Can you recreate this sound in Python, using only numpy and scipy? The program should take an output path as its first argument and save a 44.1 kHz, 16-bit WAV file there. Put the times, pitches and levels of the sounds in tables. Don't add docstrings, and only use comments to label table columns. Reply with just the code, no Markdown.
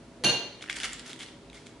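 import sys
import numpy as np
from scipy import signal
from scipy.fft import rfft, irfft, next_fast_len
from scipy.io import wavfile

SR = 44100
rng = np.random.default_rng(int(sys.argv[2]) if len(sys.argv) > 2 else 0)


def amplitude_ratio(level_db):
    exponent = np.asarray(level_db, float) / 20
    return 10 ** exponent


def waveform_to_disk(signal):
    frames = np.transpose(np.atleast_2d(signal))
    scaled = np.clip(frames, -1, 1) * 32767
    samples = np.round(scaled).astype(np.int16)
    wavfile.write(sys.argv[1], SR, samples)


N = 79380

# start_s, crack_db, clank_db, thud_db
SPOON_CONTACTS = [
    (0.2380, -11.5, -29, -37.5),
    (0.2431, -7, -24, -40.5),
    (0.2454, -4, -27.5, -49),
    (.2520, -10, -34.5, -33),
    (0.2622, -12, -51, -37.5),
    (.2770, -43, -34.5, -36),
    (0.2951, -8.5, -34, -52),
]
# start_s, pitch_hz, level_db, t60_s, left_lead_rad
GLASS_RINGS = [(.2520, 2796.3, -24, .7, .8), (.25214, 2809, -26.5, .7, -.7), (.2520, 2815, -19, .05, 0),
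               (.2520, 1579, -36, .5, .2), (.2520, 1561, -39, .3, 0), (.2456, 4290, -30, .75, 1),
               (.24572, 4302, -33, .75, -1.4), (.2456, 4334, -37, .5, 1.9), (.2456, 4370, -25, .05, 0),
               (.2615, 4320, -20, .08, .3), (.2945, 4300, -17, .09, -.4), (.2450, 6151, -33, .45, -1),
               (.2450, 6138, -37, .5, -1.9), (.2450, 6175, -32, .12, 0), (.2450, 3790, -36, .1, 0),
               (.2520, 3295, -41, .4, .4), (.2520, 9322, -47, .18, 2), (.2456, 10685, -44, .2, -2)]
# start_s, pitch_hz, level_db, t60_s, left_lead_rad
COUNTER_HUMMING = [
    (.240, 133, -32.5, 0.432, 0.0081),
    (.250, 194, -39.5, 0.6, 0),
    (0.267, 367, -39, 0.65, 0),
    (.245, 304, -41.5, 0.56, 0),
    (0.21, 497, -46, 0.51, 0),
    (.245, 676, -36, .35, 0),
    (.25, 827, -39, .35, .2),
]
# pitch_hz, level_db, t60_s
CLANK_MODES = [(2060, -11, .025), (2918, -9, .02), (3144, -13, .025), (3295, -8, .025), (3790, -9, .025),
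               (4125, -8, .02), (4330, -2, .03), (5650, -13, .02), (6150, -8, .03), (6500, -13, .015),
               (6950, -13, .02), (9310, -13, .025), (10660, -8, .025)]
# pitch_hz, level_db, t60_s
COUNTER_MODES = [(142.4, -16, 0.057), (296, -2.5, 0.022), (361, -12, 0.06), (416.7, -2.5, 0.031),
                 (490, 1.5, 0.051), (585, -4.5, 0.042), (660, -7, 0.032), (810, 0.5, 0.038),
                 (957, -8, 0.087), (1100, -22, 0.027)]
# pitch_hz, level_db
CRACK_COLOR = [(110, -30), (450, -3), (1200, -9), (2200, -10), (4500, -3), (5000, -20), (6300, -7),
               (7800, -24), (10700, -13)]
# start_s, peak_db, panel_pitch_hz, treble_over_panel_db
BAG_SNAPS = [(0.61, -32, 3140, -8), (0.624, -26, 3440, -6.5), (0.64, -29.5, 1534, -16),
             (0.6864, -28, 1800, -22), (0.6965, -24, 1580, -25), (0.698, -12.5, 2200, -10),
             (0.7088, -25.5, 2940, -19), (0.7280, -26.5, 2840, 5.5), (0.7573, -35, 3340, 8),
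             (.762, -31, 2950, 7), (.7686, -28, 2680, 4), (.786, -30, 4760, 6), (0.801, -24, 3000, 5),
             (0.8143, -30, 3630, -12), (0.8331, -16.5, 3430, 0.5), (0.8429, -19, 2050, 0),
             (.849, -28, 2890, 7), (0.859, -26, 2890, 2), (0.8735, -45, 2950, -1.5),
             (0.9317, -30, 2930, 13), (0.9945, -34.5, 4940, 9), (1.0595, -37, 2900, -16),
             (1.1311, -27, 3380, 1), (1.1913, -34.5, 3000, 4.5), (1.2075, -25.5, 3240, -18),
             (1.221, -30, 3000, -11), (1.2855, -37, 3640, -15), (1.4997, -35, 3815, -5),
             (1.5302, -36.5, 2213, -1.5), (1.6683, -34.5, 2230, 1.5),
             (0.594, -47, 2860, -5), (0.6605, -37, 2000, -0.5), (.6775, -34, 1800, 0),
              (0.7022, -24.5, 2180, -17), (.7130, -32, 2000, -14), (.7160, -47, 2420, -11),
              (.7428, -36, 2250, 7), (0.766, -31, 3020, 8.5), (.8097, -46.5, 3000, -4),
              (0.8568, -27, 3040, 0), (0.88, -32, 1950, -9.5), (0.8924, -33, 2880, -7),
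              (.9057, -47, 2200, -6), (0.9232, -33, 2560, 2), (1.0787, -37, 3280, 9),
              (1.0948, -33, 3350, -0.5), (1.114, -42, 3000, -5), (1.1610, -38, 1900, 4),
              (1.1960, -41, 2980, 10), (1.2023, -33, 3560, -12), (1.2169, -28.5, 3320, -8.5),
              (1.2288, -36.5, 3230, -12), (1.2342, -33, 2860, -19), (1.262, -34, 4260, -4)]
# pitch_hz, level_db
TICK_COLOR = [(800, -43), (2000, -5.5), (7500, -1.5), (11000, -7.5)]
# start_s, rise_s, fall_db_per_s, peak_db
HAND_STROKES = [(0.607, 0.018, 602, -43.5), (.69, 0.0086, 399, -36.5), (.745, 0.0215, 300, -40),
                (0.789, 0.021, 208, -42), (0.822, 0.025, 698, -31.5), (0.904, 0.038, 400, -46),
                (.97, 0.023, 497.5, -47), (1.033, 0.032, 247, -45.5), (1.07, 0.032, 296, -47),
                (1.187, 0.018, 600, -43.5), (1.206, 0.026, 702, -43.5), (1.25, 0.033, 404, -53.5),
                (1.522, 0.026, 175, -50.5), (1.649, 0.014, 303, -55)]
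# pitch_hz, level_db_per_hz
FILM_COLOR = [(500, 5.5), (1100, 0), (1800, -1), (3400, -0.5), (4500, -2), (8000, -7), (11000, -10.5)]
# pitch_hz, t60_s
KITCHEN_T60 = [(150, 0.416), (600, 0.66), (2000, 0.66), (5000, 0.64), (11000, 0.34)]
# pitch_hz, likeness (0 to 1)
LEFT_RIGHT_LIKENESS = [(60, .98), (250, .96), (500, .9), (1000, .8), (4000, .4), (11000, .1)]
# pitch_hz, level_db_per_hz
AIR_COLOR = [(18, -45), (30, -18.5), (60, -6), (81, -16), (112, -4), (552, -12.5), (1220, -20.5),
             (4470, -27), (11500, -36), (15000, -79), (22000, -120)]
# pitch_hz, level_db, width_hz
HUM_LINES = [(52.8, -62, 1.1), (118, -69, 4.8), (249.14, -58, 15.5), (319.5, -60.5, 22), (400, -62, 19),
             (563.3, -66, 3.3), (670.4, -68.5, 2.1), (952, -69, 19)]

CRACK_T60_S, CRACK_RISE_S = 0.021, 0.001
RING_DB, RING_RISE_S = 1, 0.001
SETTLE_S, SETTLE_LASTS_S, SETTLE_DB = 0.482, 0.015, -8
RING_ROOM_DB, CLINK_ROOM_DB, THUD_ROOM_DB, BAG_ROOM_DB = -19, 4, 7.5, -6.5
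SNAP_RISE_S, SNAP_T60_S, TICK_T60_S, SNAP_DB = 0.00054, 0.0069, 0.0069, -3
SECOND_PANEL_RATIO, SECOND_PANEL_DB, PANEL_SPLIT_HZ = 1.5, -3, 2500
CREASES_PER_S, CREASE_CYCLES, CREASE_DB = 5500, 2.1, -2.5
SIZE_SPREAD_DB, BIGGEST_DB = 3.2, 9
SQUEAK_S, SQUEAK_LENGTH_S = 1.53, 0.065
SQUEAK_HZ, SQUEAK_WIDTH_HZ, SQUEAK_DB = 2150, 80, -57
PORT_LAG_S, WALL_S = 3e-5, 0.004
RUMBLE_CUT_HZ, LEAN_DB = 99, -0.5
TOP_LEVEL, TOP_KNEE, TOP_HZ, EDGE_HZ = 0.51, 3.1, 11015, 47


def unit(x):
    return x / np.sqrt(np.mean(x ** 2) + 1e-20)


def along(points, hz):
    f, v = np.transpose(points)
    return np.interp(np.log(hz + 1), np.log(f + 1), v)


def filtered(x, response):
    m = next_fast_len(x.shape[-1] + 8192)
    spectrum = rfft(x, m) * response(np.fft.rfftfreq(m, 1 / SR))
    return irfft(spectrum, m)[..., :x.shape[-1]]


def add(track, s, sound):
    part = track[round(s * SR):][:len(sound)]
    part += sound[:len(part)]


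def noise_line(shape, hz, width):
    return unit(filtered(rng.standard_normal(shape), lambda f: 1 / (1 + ((f - hz) / width) ** 2)))


def clink():
    left, right, knocks, cracks, thuds = np.zeros((5, N))
    t = np.arange(SR) / SR
    for s, hz, db, t60, lead in GLASS_RINGS + COUNTER_HUMMING:
        rest_db = SETTLE_DB * np.clip((t + s - SETTLE_S) / SETTLE_LASTS_S, 0, 1)
        fade = amplitude_ratio(RING_DB + db + rest_db - 60 * t / t60) * (1 - np.exp(-t / RING_RISE_S))
        add(left, s, fade * np.sin(2 * np.pi * hz * t + lead / 2))
        add(right, s, fade * np.sin(2 * np.pi * hz * t - lead / 2))

    crack_t = t[:2000]
    crack_rise = 1 - np.exp(-crack_t / CRACK_RISE_S)
    for s, crack_db, clank_db, thud_db in SPOON_CONTACTS:
        add(knocks, s, amplitude_ratio(clank_db) * struck(CLANK_MODES, t[:9000]))
        add(thuds, s, amplitude_ratio(thud_db - 3) * struck(COUNTER_MODES, t[:9000]))
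        crack_fade = amplitude_ratio(crack_db - 60 * crack_t / CRACK_T60_S)
        add(cracks, s, crack_fade * crack_rise * rng.standard_normal(2000))
    knocks = knocks + filtered(cracks, lambda hz: amplitude_ratio(along(CRACK_COLOR, hz)))

    ring_room = amplitude_ratio(RING_ROOM_DB) * kitchen(left)
    knock_room = kitchen(amplitude_ratio(CLINK_ROOM_DB) * knocks + amplitude_ratio(THUD_ROOM_DB) * thuds)
    return np.array([left, right]) + ports(knocks + thuds, -0.41) + ring_room + knock_room


def struck(modes, t):
    hz, db, t60 = np.transpose(modes)[..., None]
    level = amplitude_ratio(db + rng.normal(0, 1.8, hz.shape) - 60 * t / t60)
    return (level * np.sin(2 * np.pi * hz * t)).sum(0)


def bag():
    pops, left, right = snaps(), crinkle(), crinkle()
    film = pops + left + right
    stretch = np.arange(N) * 6 // N
    wet = sum(kitchen(film * (stretch == k)) for k in range(6))
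    return ports(pops + left, 0.44) + ports(right + squeak(), -1.22) + amplitude_ratio(BAG_ROOM_DB) * wet


def snaps():
    panels, ticks = np.zeros((2, N))
    t = np.arange(1200) / SR
    rise = 1 - np.exp(-t / SNAP_RISE_S)
    for s, db, hz, treble_db in BAG_SNAPS:
        second_hz = hz * SECOND_PANEL_RATIO ** np.sign(PANEL_SPLIT_HZ - hz)
        tone = np.sin(2 * np.pi * hz * t) + amplitude_ratio(SECOND_PANEL_DB) * np.sin(2 * np.pi * second_hz * t)
        panel = tone * amplitude_ratio(-60 * t / SNAP_T60_S) * rise
        add(panels, s, amplitude_ratio(db + SNAP_DB) * panel / abs(panel).max())
        tick_fade = amplitude_ratio(db + SNAP_DB + treble_db + 5 - 60 * t / TICK_T60_S)
        add(ticks, s, tick_fade * rise * rng.choice([-1, 1], len(t)))
    return panels + filtered(ticks, lambda hz: amplitude_ratio(along(TICK_COLOR, hz)))


def crinkle():
    draw = rng.random((int(CREASES_PER_S * N / SR), 3))
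    t = np.arange(200) / SR
    hz = 1300 * 8.96 ** draw[:, 1:2]
    size = amplitude_ratio(np.minimum(-SIZE_SPREAD_DB * np.log(draw[:, 2:]), BIGGEST_DB))
    grains = size * np.sin(2 * np.pi * hz * t) * np.exp(-t * hz / CREASE_CYCLES) * np.sqrt(hz)
    at = (draw[:, :1] * N).astype(int) + np.arange(200)
    creases = np.bincount(at.ravel(), grains.ravel())[:N]
    steady = unit(filtered(creases, lambda f: amplitude_ratio(along(FILM_COLOR, f)) * np.sqrt(f / 1000)))

    now, effort = np.arange(N) / SR, np.zeros(N)
    for s, rise, fall, db in HAND_STROKES:
        swell = np.clip((now - s) / rise, 0, 1) ** 2
        effort += swell * amplitude_ratio(db - fall * np.maximum(now - s - rise, 0))
    return steady * amplitude_ratio(CREASE_DB) * effort


def squeak():
    t = np.arange(N) / SR - SQUEAK_S
    swell = np.sin(np.pi * np.clip(t / SQUEAK_LENGTH_S, 0, 1)) ** 0.5
    return amplitude_ratio(SQUEAK_DB) * noise_line(N, SQUEAK_HZ, SQUEAK_WIDTH_HZ) * swell


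def ports(x, side):
    lead_s = side * PORT_LAG_S * np.array([[1], [-1]])
    return filtered(np.array([x, x]), lambda hz: np.exp(1j * np.pi * hz * lead_s))


def kitchen(x):
    hz, t, z = signal.stft(rng.standard_normal((2, SR)), SR, nperseg=256)
    fade = amplitude_ratio(-60 * t / along(KITCHEN_T60, hz)[:, None])
    tail = signal.istft(z * fade, SR, nperseg=256)[1]
    tail = paired(tail / np.linalg.norm(tail[0]))
    late = np.pad(x, (round(WALL_S * SR), 0))
    return signal.fftconvolve(late[None], tail, axes=1)[:, :N]


def paired(pair):
    def turn(hz):
        return np.arccos(np.clip(along(LEFT_RIGHT_LIKENESS, hz), -1, 1)) / 2

    mid, side = filtered(pair, lambda hz: np.array([np.cos(turn(hz)), np.sin(turn(hz))]))
    return np.array([mid + side, mid - side])


def floor():
    air = unit(filtered(rng.standard_normal((2, N)), lambda hz: amplitude_ratio(along(AIR_COLOR, hz))))
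    hum = sum(amplitude_ratio(db) * noise_line((2, N), hz, width) for hz, db, width in HUM_LINES)
    return paired(amplitude_ratio(-53) * air + hum)


def scene():
    rumble_cut = signal.butter(4, RUMBLE_CUT_HZ, "high", fs=SR, output="sos")
    near = signal.sosfilt(rumble_cut, clink() + bag())
    return near * amplitude_ratio([[LEAN_DB / 2], [-LEAN_DB / 2]]) + floor()


def roll_off(x):
    return signal.sosfilt(signal.butter(12, 12160, fs=SR, output="sos"), x)


def record(dry):
    x = dry / (1 + abs(dry / TOP_LEVEL) ** TOP_KNEE) ** (1 / TOP_KNEE)
    x = filtered(x, lambda hz: 1 / (1 + np.exp(np.clip((hz - TOP_HZ) / EDGE_HZ, -50, 50))))
    return roll_off(x)


dry = scene()
out = record(dry)
waveform_to_disk(out)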